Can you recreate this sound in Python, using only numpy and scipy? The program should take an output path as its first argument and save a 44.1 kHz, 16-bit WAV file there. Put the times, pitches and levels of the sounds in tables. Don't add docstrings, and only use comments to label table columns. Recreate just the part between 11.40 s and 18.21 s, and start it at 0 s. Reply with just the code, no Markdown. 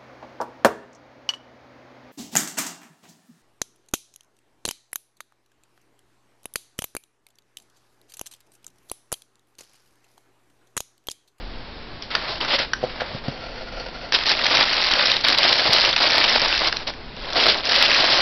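import sys
import numpy as np
from scipy import signal
from scipy.fft import rfft, irfft
from scipy.io import wavfile

SR = 44100
rng = np.random.default_rng(int(sys.argv[2]) if len(sys.argv) > 2 else 0)


def output_pcm(signal):
    pcm = np.clip(np.atleast_2d(signal).T, -1, 1) * 32767
    wavfile.write(sys.argv[1], SR, np.round(pcm).astype(np.int16))


N = 300363
T = np.arange(N) / SR
PAPER_S = 2.72


def gain_of(db):
    return 10 ** (np.asarray(db) / 20)


def evened(x):
    return x / np.sqrt(np.mean(x ** 2) + 1e-20)


def coloured(x, points):
    point_hz, point_db = np.transpose(points)
    hz = np.fft.rfftfreq(len(x), 1 / SR)
    db = np.interp(np.log(hz + 1), np.log(point_hz + 1), point_db)
    return evened(irfft(rfft(x) * gain_of(db), len(x)))


def resonate(x, hz, width_hz):
    b, a = signal.iirpeak(hz, hz / width_hz, SR)
    return signal.lfilter(b, a, x)


def add(mix, start_s, sound):
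    part = mix[round(start_s * SR):][:len(sound)]
    part += sound[:len(part)]


def bursts(per_s, spread_db, decay_s):
    starts = rng.random(N) < per_s / SR
    size = gain_of(spread_db * np.minimum(rng.exponential(1, N), 4)) * starts
    power = signal.lfilter([1], [1, -np.exp(-1 / (decay_s * SR))], size ** 2)
    return evened(np.sqrt(power + 1e-9))


ATTACK_DB_PER_S, RELEASE_DB_PER_S = 2504, 705.5


def powers(rows):
    out = []
    for start_s, length_s, first_db, last_db, *_ in rows:
        since_s = T - start_s
        run_db = first_db + (last_db - first_db) * np.clip(since_s / length_s, 0, 1)
        onset_db = ATTACK_DB_PER_S * np.minimum(since_s, 0)
        fade_db = RELEASE_DB_PER_S * np.maximum(since_s - length_s, 0)
        out.append(gain_of(2 * np.maximum(run_db + onset_db - fade_db, -150)))
    return np.array(out)


# frequency in Hz, relative density in dB per Hz.
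HISS_SPECTRUM = [(60, 3), (200, 0.5), (600, -2), (1200, -6), (3000, -9.5), (4400, -8.5), (5200, -12.5),
                 (6000, -31)]
HISS_RMS_DB = -39
# time in seconds, level in dB.
RUMBLE_LEVEL = [(0.0, -34), (0.44, -45.5), (2.24, -41.5), (2.43, -40), (2.54, -46.5), (4.93, -47),
                (5.1, -40), (5.95, -41.5), (6.64, -51), (6.81, -41)]
# frequency in Hz, rms level in dB.
HUM_PARTIALS = [(120, -58), (241, -53.5)]


def background():
    hiss = gain_of(HISS_RMS_DB) * coloured(rng.standard_normal(N), HISS_SPECTRUM)
    rumble_spectrum = [(5, -3.0), (15, -15.5), (40, 0.0), (70, -19), (150, -50.5)]  # Hz, dB per Hz
    rumble = coloured(rng.standard_normal(N), rumble_spectrum)
    time_s, level_db = np.transpose(RUMBLE_LEVEL)
    rumble = gain_of(np.interp(T, time_s, level_db)) * rumble
    hum = sum(gain_of(db) * np.sqrt(2) * np.sin(2 * np.pi * hz * T) for hz, db in HUM_PARTIALS)
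    return hiss + rumble + hum


def room(x):
    t, out = np.arange(6000) / SR, np.zeros(N)
    for k in range(3):
        tail = rng.standard_normal(len(t)) * gain_of(-60 * t / 0.32) * (t > .0025)
        turn = np.sqrt(2 / 3) * np.cos(np.pi * (3.0 * T + k / 3))
        out += signal.oaconvolve(x * turn, tail / np.linalg.norm(tail))[:N]
    return gain_of(-14) * out


# frequency in Hz, width in Hz, relative level in dB.
WALL_MODES = [(136, 29, -13), (260, 130, -15.5), (526, 69, 0), (663, 87, -2), (1374, 91, -6),
              (1900, 430, -16), (2660, 1200, -18), (4340, 360, -12)]


def walls(x):
    return sum(gain_of(db) * resonate(x, hz, width_hz) for hz, width_hz, db in WALL_MODES)


# start in seconds, length in seconds, level at start in dB, level at end in dB.
FLAP_FOLDS = [(1.9, 0.39, -40, -35.5), (2.325, 0.16, -35, -31.5), (2.53, 0.17, -39, -35)]


def creak():
    slips = rng.standard_normal(N) * bursts(210, 2.9, 0.0073)
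    ring = evened(walls(resonate(slips, 1800, 5000)))
    return np.sqrt(powers(FLAP_FOLDS).sum(0)) * ring


# start in seconds, dry peak in dB, push rate in Hz (low is dull).
BUMPS = [(1.199, -14, 522), (1.43, -13.5, 503), (1.438, -7, 528), (1.446, -14, 517), (1.618, -13, 743),
         (1.436, -26, 130), (1.747, -20, 124), (1.882, -11, 160), (4.291, -17.5, 113), (5.02, -19, 292)]


def knocks():
    out, t = np.zeros(N), np.arange(4000) / SR
    scuffs = rng.standard_normal((len(BUMPS), len(t))) * gain_of(-60 * t / .06)
    for (start_s, peak_db, hz), scuff in zip(BUMPS, scuffs):
        push = -np.sin(2 * np.pi * hz * t) * np.sin(np.pi * hz * t) * (t < 1 / hz)
        edge = 62.0 / hz * np.exp(-((t - .002) / 0.00039) ** 2)
        blow = push + edge
        ring = 0.1 * blow + walls(blow + 0.3 * scuff)
        add(out, start_s, gain_of(peak_db) * ring / abs(ring).max())
    return out


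STRAY_DB, STRAY_SPREAD_DB = 4, 12


def strays(power, count):
    when, size, pitch = rng.random((count, 3)).T
    start_s = PAPER_S + when * (T[-1] - PAPER_S)
    pull_db = 10 * np.log10(np.interp(start_s, T, power.sum(0)))
    peak_db = pull_db + STRAY_DB + STRAY_SPREAD_DB * size
    return list(zip(start_s, peak_db, 2600 * 2 ** (0.95 * pitch)))


# start in seconds, dry peak in dB, patch pitch in Hz.
CREASES = [(0.623, -16.5, 3720), (0.704, -22, 1320), (0.751, -1, 1650), (1.011, -11.5, 2980),
           (1.048, -12, 1520), (1.19, -6, 1980), (1.334, -1.5, 1640), (1.606, -15, 1460), (2.722, -3, 1860),
           (2.74, -8, 5000), (2.864, -7.5, 4340), (2.893, -1, 4500), (2.916, -1, 4900), (3.014, -9, 1930),
           (3.044, -2, 4600), (3.065, 0, 2270), (3.104, -11, 4600), (3.157, -9, 4720), (3.17, 1, 2060),
           (3.238, -7.5, 2780), (3.284, -10, 2030), (3.332, -7, 4600), (3.366, -14, 4600),
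           (3.444, -3, 4360), (3.52, -20, 3600), (3.661, -4, 4200), (3.716, 1, 3770), (3.766, 0.5, 4070),
           (3.809, -7, 4400), (3.85, -8, 2170), (3.884, 4.5, 4440), (3.928, -2, 4730), (3.985, 3, 4420),
           (4.031, -5, 3480), (4.044, -4, 3300), (4.079, -3, 3890), (4.091, -1, 4650), (4.125, -4, 1670),
           (4.187, -5, 4180), (4.215, -20, 5120), (4.278, -15, 2000), (4.332, 2.5, 4710), (4.399, -4, 3510),
           (4.493, -5, 4620), (4.528, -1.5, 3350), (4.563, 0.5, 3360), (4.607, -11, 3800),
           (4.697, -9, 1980), (4.84, 3, 2430), (4.996, -3, 4780), (5.017, -0.5, 4900), (5.04, -14, 2480),
           (5.081, -6, 5170), (5.177, -4, 4320), (5.272, -3, 4410), (5.326, -4, 1740), (5.368, -8, 4120),
           (5.478, -12, 4890), (5.497, -19, 1490), (5.537, -19, 2020), (5.932, -5.5, 3990),
           (5.959, -16, 3600), (6.038, 0, 4060), (6.092, -4, 3820), (6.296, -9, 3580), (6.361, 0, 3980),
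           (6.425, 6.5, 3230), (6.5, -15, 4600), (6.562, -4, 3770), (6.623, -10, 3660), (6.671, -1, 4310),
           (6.775, -2, 4480)]


def snaps(rows):
    out, t = np.zeros(N), np.arange(1500) / SR
    tick = 1.5 * (t == t[50])
    for (start_s, peak_db, hz), puff in zip(rows, rng.standard_normal((len(rows), len(t)))):
        swell = (1 - np.exp(-t / 0.0014)) * gain_of(-60 * t / (0.005 + 18 / hz))
        drive = puff * swell + tick
        tone = resonate(drive, hz, .2 * hz) + 0.36 * resonate(drive, 3600, 4000)
        add(out, start_s, gain_of(peak_db) * tone / abs(tone).max())
    return out


# start in seconds, length in seconds, level at start in dB,
# level at end in dB, brightening in dB per octave, share of dull flexing in dB.
HAND_STROKES = [(0.626, 0.027, -35.5, -43, 5.5, -19), (0.708, .17, -32.5, -35.5, -3.5, -3),
                (0.882, 0.1, -28, -34.5, 2.5, -6), (1.006, .055, -28.5, -30, -1.5, -3.5),
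                (1.08, 0.075, -27, -17, 0, -8.5), (1.186, 0.052, -22, -26.5, -0.5, -7.5),
                (1.414, 0.37, -41.5, -39, -1.5, -2), (1.603, 0.02, -32, -37.5, -6.5, -4),
                (1.84, 0.06, -42, -40, -0.5, -1), (2.73, 0.023, -18.5, -11, 3.5, -10.5),
                (2.776, 0.061, -26, -25.5, -1, -13), (2.857, .062, -19.5, -15.5, 2, -12),
                (2.92, 0.311, -27.5, -14, -0.5, -7.5), (3.255, 0.236, -20.5, -20, 0.5, -10.5),
                (3.509, 0.13, -18, -17.5, -0.5, -7.5), (3.656, 0.12, -14.5, -23.5, 2, -10),
                (3.776, 0.045, -27.5, -29, 1, -8), (3.842, 0.11, -17, -17.5, 0.5, -11),
                (3.975, 0.53, -16.5, -17, 3, -8.5), (4.526, 0.015, -21, -21, -1, -8),
                (4.562, 0.024, -17, -17, 1.5, -12), (4.605, 0.071, -17.5, -17, 1.5, -7.5),
                (4.694, .285, -18, -16, 0.5, -9), (4.994, 0.066, -20, -19, 0, -8.5),
                (5.074, 0.13, -22, -21, 1.5, -11), (5.205, 0.078, -23.5, -18.5, 1, -4.5),
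                (5.318, 0.11, -32, -36.5, 0.5, -3.5), (5.473, 0.026, -25.5, -29.5, 1, -7),
                (5.764, 0.19, -40, -29.5, 0.5, -4), (5.959, 0.16, -18, -15.5, 2.5, -5),
                (6.138, 0.07, -24, -29.5, 1.5, -2), (6.234, 0.047, -30.5, -16, 0.5, -8),
                (6.293, .52, -15.5, -17, 2, -8.5)]
# frequency in Hz, relative density in dB per Hz.
CRISP_SPECTRUM = [(530, -19), (900, -3.5), (979, -6.5), (1980, 0), (2400, -1.5), (4630, 2), (5190, -0.5),
                  (5600, -9), (7280, -40), (12300, -120)]
# frequency in Hz, relative density in dB per Hz.
DULL_SPECTRUM = [(59, -45), (100, -10), (179, -12.5), (319, -1), (454, -2.5), (500, 2.5), (620, 4.5),
                 (1300, -2.5), (1690, -7.5), (2860, -120)]


def crackle(power):
    total = power.sum(0)
    bright_db_per_oct, dull_db = np.array(HAND_STROKES)[:, 4:].T @ power / total
    grain = np.where(T < PAPER_S, .6, 1)
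    rustle, sharp_ticks = 0.44 * bursts(300, 0.75, 0.018), 0.21 * bursts(150, 4.06, 0.00094)
    sheet = np.hypot(rustle, sharp_ticks) ** grain
    patches = np.zeros(N)
    for hz in np.geomspace(1000, 5500, num=6):
        patch = resonate(rng.standard_normal(N), hz, .5 * hz) / np.sqrt(hz)
        tilt = gain_of(bright_db_per_oct * np.log2(hz / 3500))
        patches += patch * bursts(400, 2.5, 0.0015) ** grain * tilt
    flat = coloured(patches, [(1000, -4.0), (5500, -1.0)])
    crisp = coloured(flat * sheet, CRISP_SPECTRUM)
    dull = coloured(rng.standard_normal(N) * bursts(300, 0.64, 0.0056) * sheet, DULL_SPECTRUM)
    return np.sqrt(total) * (crisp + gain_of(dull_db) * dull)


def scene():
    power = powers(HAND_STROKES)
    all_snaps = snaps(list(CREASES) + strays(power, count=150))
    near = creak() + knocks() + all_snaps + crackle(power)
    return (background() + room(near) + near)[None]


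BAND_HZ, EDGE_HZ = 5850, 15800


def lowpass(x, taps, cutoff_hz):
    kernel = signal.firwin(taps, cutoff_hz, window=("kaiser", 9), fs=SR)
    return signal.oaconvolve(x, kernel[None], "same")


def record(dry):
    squeezed = .8 * np.tanh(dry / .8)
    narrow = lowpass(squeezed, 181, BAND_HZ)
    held = np.clip(narrow - .0045, -.71, .71)
    return lowpass(held, 511, EDGE_HZ)


dry = scene()
out = record(dry)
output_pcm(out)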